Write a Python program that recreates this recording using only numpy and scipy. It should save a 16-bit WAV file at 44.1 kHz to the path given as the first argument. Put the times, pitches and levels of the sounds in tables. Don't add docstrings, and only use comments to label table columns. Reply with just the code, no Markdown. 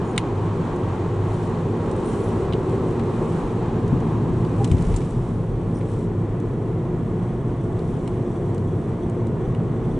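import sys
import numpy as np
from scipy import signal
from scipy.fft import rfft, irfft, next_fast_len
from scipy.io import wavfile
from scipy.ndimage import uniform_filter1d, map_coordinates

SR = 44100
rng = np.random.default_rng(int(sys.argv[2]) if len(sys.argv) > 2 else 0)


def bounce(signal):
    frames = np.transpose(np.atleast_2d(signal))
    limited = np.clip(frames, -1, 1)
    pcm = np.round(limited * 32767).astype(np.int16)
    wavfile.write(sys.argv[1], SR, pcm)


N = 440559

TOP_HZ = 11070
JOLT_S, JOLT_LENGTH_S = 4.68, .4

# frequency_hz, density_db
HISS_SPECTRUM = [(1500, -33), (2400, -0.5), (2900, 0.5), (3400, 0), (4000, -2), (4500, -7), (5200, -11),
                 (7000, -9), (11000, -29)]
# frequency_hz, level_db, t60_s
TRIM_MODES = [(1264, -5, 0.027), (1610, -5, 0.027), (1970, -1, .025), (2224, 1.5, 0.026),
              (2870, -3.5, 0.033), (3020, -1.5, 0.023), (3590, -7, 0.024), (3950, -4, 0.024),
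              (4710, -9.5, .02), (5800, -13.5, 0.018), (7400, -10, 0.021), (8090, -10, 0.021),
              (8730, -6, 0.027), (9500, -13.5, 0.013), (10960, -16, 0.014)]


def amp(db):
    return 10 ** (np.asarray(db) / 20)


def unit(x):
    return x / np.sqrt(np.mean(x ** 2) + 1e-20)


def along(points, hz):
    f, v = np.transpose(points)
    return np.interp(np.log(hz + 1), np.log(f + 1), v)


def curves(rows):
    s, *cols = np.transpose(rows)
    return [np.interp(np.arange(N) / SR, s, c) for c in cols]


def wobble(rate):
    knots = rng.standard_normal(int(N * rate / SR) + 4)
    return map_coordinates(knots, [np.arange(N) * rate / SR])


def swell(middle, half):
    return np.exp(-((np.arange(N) / SR - middle) / half) ** 2)


def step(middle, fade):
    return .5 + .5 * np.tanh((np.arange(N) / SR - middle) / (2 * fade))


def filtered(x, response):
    size = x.shape[-1]
    m = next_fast_len(size + SR // 2)
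    return irfft(rfft(x, m) * response(np.fft.rfftfreq(m, 1 / SR)), m)[..., :size]


def add(track, s, sound):
    part = track[..., round(s * SR):][..., :sound.shape[-1]]
    part += sound[..., :part.shape[-1]]


def peaks(modes, hz):
    gains = [amp(db) / (1 + ((hz - fc) / width) ** 2) for fc, width, db in modes]
    return np.sqrt(sum(gain ** 2 for gain in gains))


def rush(gain):
    # frequency_hz, side_minus_mid_db
    side_levels = [(30, -22), (75, -23), (120, -26.5), (230, -18.5), (450, -17), (660, -11), (1000, -12.5),
                   (1400, -8), (2500, -7.5), (5000, -8), (7400, -11), (10500, -4.5)]

    def mid_side_gain(hz):
        return gain(hz) * np.array([np.ones_like(hz), amp(along(side_levels, hz))])

    mid, side = filtered(rng.standard_normal((2, N)), mid_side_gain)
    return np.array([mid + side, mid - side]) / np.std(mid)


def random_ripple(hz, depth_db=1.4, spacing_hz=45):
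    knots = rng.standard_normal(SR // 16)
    ripple = map_coordinates(knots, [hz / spacing_hz], mode="mirror")
    onset = np.clip(hz / 600 - 1, 0, 1)
    return amp(depth_db * onset * ripple)


def coloured(spectrum):
    return rush(lambda hz: amp(along(spectrum, hz)) * random_ripple(hz))


def even(x, size=SR // 4):
    power = np.abs(uniform_filter1d(np.mean(x ** 2, axis=0), size))
    return x / np.sqrt(power + 1e-12)


def paving():
    # start_s, boom_db, roar_db, shake_db
    stretches = [(0, -26, -29, -38), (2.55, -24, -28.5, -38), (3.75, -21.5, -28, -36),
                 (4.9, -24.5, -31, -31.5), (5.7, -26, -29.5, -36), (6.55, -24, -29, -37),
                 (7.9, -25.2, -29.5, -37.5), (9.1, -24, -28.5, -40.5)]
    blend_s = 0.32
    starts, *levels = np.transpose(stretches)
    under = np.maximum(np.searchsorted(starts, np.arange(N) / SR) - 1, 0)
    return uniform_filter1d(np.array(levels)[:, under], round(blend_s * SR))


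def road(boom_waver_db=0.72, roar_waver_db=0.73):
    # frequency_hz, half_width_hz, level_db
    cavity_modes = [(105.3, 10.5, 0.5), (121, 27.4, 2.5), (164.5, 9.3, 2), (175.2, 20, -0.5),
                    (228.6, 8.2, -1.1), (265.3, 13, -7.5)]
    # frequency_hz, density_db
    body_spectrum = [(8, -20), (18, -5), (27, -4), (36, 4), (43, 7), (56, -4.5), (75, -9.5), (100, -4.5),
                     (160, -58)]
    # frequency_hz, density_db
    tyre_spectrum = [(150, -56), (215, -8.5), (270, -5), (305, -2.5), (340, -1), (358, 4), (385, -3.5),
                     (420, -3), (455, -4), (510, -9.5), (600, -20.5), (750, -23.5), (1200, -73)]
    # middle_s, level_db
    road_dips = [(1.29, -33.5), (3.42, -29.5), (4.91, -20), (7.9, -32), (9.47, -33), (9.94, -30)]
    rock_s = .06
    boom_db, roar_db, shake_db = paving()
    rocking = sum(amp(db) * swell(s, rock_s) for s, db in road_dips)
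    boom = amp(boom_db + boom_waver_db * wobble(4)) * even(rush(lambda hz: peaks(cavity_modes, hz)))
    shaking = np.hypot(amp(shake_db), rocking) * even(coloured(body_spectrum))
    roar = amp(roar_db + roar_waver_db * wobble(4)) * even(coloured(tyre_spectrum))
    return boom + shaking + roar


def drone(pitch, gain, waver_db, drift_hz):
    phase = 2 * np.pi * np.cumsum(pitch + drift_hz * wobble(9)) / SR
    return np.sqrt(2) * gain * amp(waver_db * wobble(6)) * np.sin(phase)


def engine():
    # time_s, pitch_hz, level_db
    firing = [(0, 102.8, -32.5), (.95, 100, -27), (1.6, 101.3, -34), (3, 106.6, -35.5), (4.1, 105.8, -31.5),
              (5.1, 102.3, -41), (6.1, 105.1, -28), (8.1, 105.1, -43.5), (8.65, 95.2, -26.5),
              (9, 100.2, -43), (9.28, 107, -28), (10, 109, -44)]
    pitch, level = curves(firing)
    return drone(pitch, amp(level), waver_db=2, drift_hz=1.83)


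def thuds(attack_s=0.011, spread=0.54, left_db=1.8):
    # start_s, level_db, pitch_hz, t60_s
    joints = [(3.921, -15.5, 160, 0.2), (4.271, -23, 158, 0.3), (4.699, -17.5, 114, 0.44),
              (4.907, -18, 65.4, 0.22)]
    out, t = np.zeros(N), np.arange(SR // 2) / SR
    for s, db, pitch, t60 in joints:
        def band(hz):
            return 1 / (1 + ((hz - pitch) / (spread * pitch)) ** 4)

        shudder = even(filtered(rng.standard_normal(len(t)), band)[None], size=SR // 20)[0]
        envelope = amp(db - 60 * t / t60) * (1 - np.exp(-t / attack_s))
        add(out, s, 2 * envelope * shudder)
    return out * amp([[left_db], [-left_db]])


def grating(level_db=-26.0):
    start_s, length_s, bar_hz, edge_s = 4.601, .031, 803, .003
    t = np.arange(N) / SR - start_s
    contact = np.clip(np.minimum(t, length_s - t) / edge_s, 0, 1)
    return amp(level_db + wobble(370)) * contact * np.sin(2 * np.pi * bar_hz * t)


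def blooming_roar():
    # frequency_hz, half_width_hz, level_db
    roar_modes = [(230, 8.3, 2.5), (269, 35, -7.5), (383.5, 28, 2), (452, 23, -2), (544, 49, -10.5)]
    peak_s, rise_s, fall_s, peak_db = 2.84, 0.78, 0.28, -26.5
    hum_s, hum_half_s, hum_hz, hum_db = 2.5, 0.38, 67.2, -35.5
    t = np.arange(N) / SR - peak_s
    attenuation = np.hypot(1, t / np.where(t < 0, rise_s, fall_s))
    roar = amp(peak_db) / attenuation * even(rush(lambda hz: peaks(roar_modes, hz)))
    hum_gain = amp(hum_db) * swell(hum_s, hum_half_s)
    return roar + drone(hum_hz, hum_gain, waver_db=-0.5, drift_hz=.7)


def ticks(start, length, db, colour, count, scatter_db=2):
    return [(start + (k + when) * length / count, db + scatter_db * (2 * force - 1), *colour)
            for k, (when, force) in enumerate(rng.random((count, 2)))]


def contacts():
    # start_s, level_db, favoured_hz, fall_db_per_octave, crack_t60_s
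    clear = [(.1625, -43, 5000, -1, 0.018), (.1786, -17.5, 3300, 2.5, .013), (1.913, -46, 7000, 13, .025),
             (1.963, -52, 9000, 31, .03), (2.525, -38, 3500, 13, .011), (2.5337, -33, 3460, 16.5, .01),
             (2.9948, -42.5, 2800, 5.5, .027), (3.878, -49.5, 7000, 5, .025),
             (4.449, -47.5, 4800, 11, .012), (4.644, -33, 5800, 7, .04), (4.6756, -44.5, 6000, 8, 0.01),
             (4.7144, -35.5, 6470, 2, 0.044), (4.782, -47, 4800, 9, .015), (4.823, -44, 5960, 7, .015),
             (4.9408, -42.5, 6460, 3, 0.054), (4.962, -35.5, 6800, 19.5, 0.048),
             (5.811, -46, 2000, 10, .066), (7.7924, -49.5, 4570, 11, .014), (8.076, -42, 6800, 1.5, .022),
             (8.58, -50, 6200, 5.5, .018), (9.269, -52, 6500, 10, .016), (9.5483, -42.5, 2500, 4, .012)]
    stray = ticks(0, N / SR, -52, (7000, 12.5, .022), count=8)
    flurry = ticks(JOLT_S, JOLT_LENGTH_S, -52.5, (6000, 1, .012), count=9)
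    return list(clear) + stray + flurry


def plastic(hz):
    notch_hz, notch_width_hz, notch_db = 4840, 420, -3
    notch = notch_db * np.exp(-((hz - notch_hz) / notch_width_hz) ** 2)
    envelope = [(700, -42)] + [row[:2] for row in TRIM_MODES]
    return amp(along(envelope, hz) + notch) * (hz < TOP_HZ)


def trim(crack_db=6, tail_db=-14, tail_t60=0.086, side_db=-7, attack_s=0.00025):
    out, t = np.zeros((2, N)), np.arange(SR // 8) / SR
    hz, level, t60 = np.transpose(TRIM_MODES)[:, :, None]
    for s, db, centre, fall, crack_t60 in contacts():
        modes = amp(level - 60 * t / t60) * np.sin(2 * np.pi * (hz * t + rng.random(hz.shape)))
        ring = np.sum(modes, axis=0)
        fade = amp(crack_db - 60 * t / crack_t60) + amp(tail_db - 60 * t / tail_t60)
        mid, side = fade * unit(filtered(rng.standard_normal((2, len(t))), plastic))
        pair = ring + mid + amp(side_db) * np.array([side, -side])
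        pair = pair * (1 - np.exp(-t / attack_s))
        pair = filtered(pair, lambda f: amp(-fall * np.abs(np.log2((f + 1) / centre))))
        add(out, s, amp(db) * pair / np.std(pair[:, :SR // 250]))
    return out


def jolt_rattle(level_db=-53.0, grain_db=5.0, taper=0.33):
    # frequency_hz, density_db
    spectrum = [(900, -23), (2000, 4), (3200, -6), (5000, -10), (7000, -8.0), (11000, -20.5)]
    envelope = np.zeros((2, N))
    add(envelope, JOLT_S, signal.windows.tukey(round(JOLT_LENGTH_S * SR), taper)[None])
    grains = unit(amp(grain_db * wobble(330)))
    return amp(level_db) * envelope * grains * coloured(spectrum)


def leaving(tunnel_db, open_db):
    exit_s, fade_s = 4.45, 0.39
    out = step(exit_s, fade_s)
    return amp(tunnel_db) * np.sqrt(1 - out), amp(open_db) * np.sqrt(out)


def outside(flutter_db=0.48, follow=0.65):
    # frequency_hz, density_db
    tunnel_spectrum = [(350, -17.5), (560, -2.5), (680, -2), (820, 0.5), (1000, -1.5), (1150, -3.5),
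                       (1320, -10.5), (1600, -14.5), (2000, -18), (2500, -22.5), (3200, -39.5),
                       (5000, -58.5)]
    # frequency_hz, density_db
    open_spectrum = [(350, -26), (560, 0), (680, 0.5), (820, -0.5), (1000, -1), (1150, -3.5), (1320, -10.5),
                     (1600, -14), (2000, -16.5), (2500, -23.5), (3200, -30), (5000, -61.5)]
    tunnel, ramp = leaving(tunnel_db=-35.2, open_db=-40.5)
    roar_db = paving()[1]
    ramp = ramp * amp(follow * (roar_db - roar_db.mean()))
    air = np.hypot(*leaving(tunnel_db=-54.5, open_db=-62.5))
    wash = tunnel * coloured(tunnel_spectrum) + ramp * coloured(open_spectrum)
    return amp(flutter_db * wobble(14)) * (wash + air * coloured(HISS_SPECTRUM))


def squeaks(half_width_hz=420, grain_db=4):
    # start_s, length_s, level_db, pitch_hz
    slips = [(0.035, 0.12, -63.5, 8900), (0.035, .09, -59.5, 6900), (2.04, .08, -55.5, 9060),
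             (2.164, .14, -63.5, 10100), (5.734, 0.073, -61.5, 8960), (5.741, 0.055, -62, 5700)]
    out = np.zeros(N)
    for s, length, db, pitch in slips:
        envelope = signal.windows.tukey(round(length * SR))
        whistle = filtered(rng.standard_normal(SR // 4), lambda hz: peaks([(pitch, half_width_hz, 0)], hz))
        add(out, s, amp(db) * envelope * unit(whistle)[:len(envelope)])
    return out * amp(grain_db * wobble(250))


def whine(half_width_hz=4, pitch_hz=679):
    middle_s, half_s, level_db = 8.1, 2.1, -49
    tone = rush(lambda hz: peaks([(pitch_hz, half_width_hz, 0)], hz))
    return amp(level_db) * swell(middle_s, half_s) * tone


def rustle(grain_db=1.2, clump_db=1, body_db=-2):
    # frequency_hz, density_db
    rub_spectrum = [(3000, -27), (4800, -9), (5400, -2), (5900, -0.5), (6500, -7.5), (7300, 1.5),
                    (8000, 2.5), (8600, 0), (9400, -2), (11000, -8.5)]
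    # middle_s, half_length_s, level_db
    rubs = [(1.39, 0.16, -59.5), (2.18, 0.3, -56), (2.85, .2, -61), (3.31, 0.2, -58.5),
            (4.848, 0.44, -56.5), (5.927, 0.16, -60), (8.15, 0.69, -65.5)]
    slides = sum(amp(db) * swell(s, half) for s, half, db in rubs)
    rest = np.hypot(*leaving(tunnel_db=-64, open_db=-67.5))
    rubbing = np.hypot(rest, slides) * coloured(rub_spectrum)
    rubbing = rubbing + amp(body_db) * slides * coloured(HISS_SPECTRUM)
    return amp(grain_db * wobble(160) + clump_db * wobble(22)) * rubbing


def chatter(grain_db=4.5):
    # frequency_hz, half_width_hz, level_db
    panel_modes = [(3420, 150, 7.5), (6050, 240, 0.5), (8500, 230, -0.5)]
    calm_db, shaken_db, shaken_s, rise_s = -73.5, -69.5, 7.4, .1
    level = calm_db + (shaken_db - calm_db) * step(shaken_s, rise_s)
    return amp(level + grain_db * wobble(70)) * rush(lambda hz: peaks(panel_modes, hz))


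def scene():
    driving = road() + engine() + thuds() + grating() + blooming_roar() + outside() + whine()
    return driving + trim() + jolt_rattle() + squeaks() + rustle() + chatter()


def record(dry):
    return filtered(dry, lambda hz: hz < TOP_HZ)


dry = scene()
out = record(dry)
bounce(out)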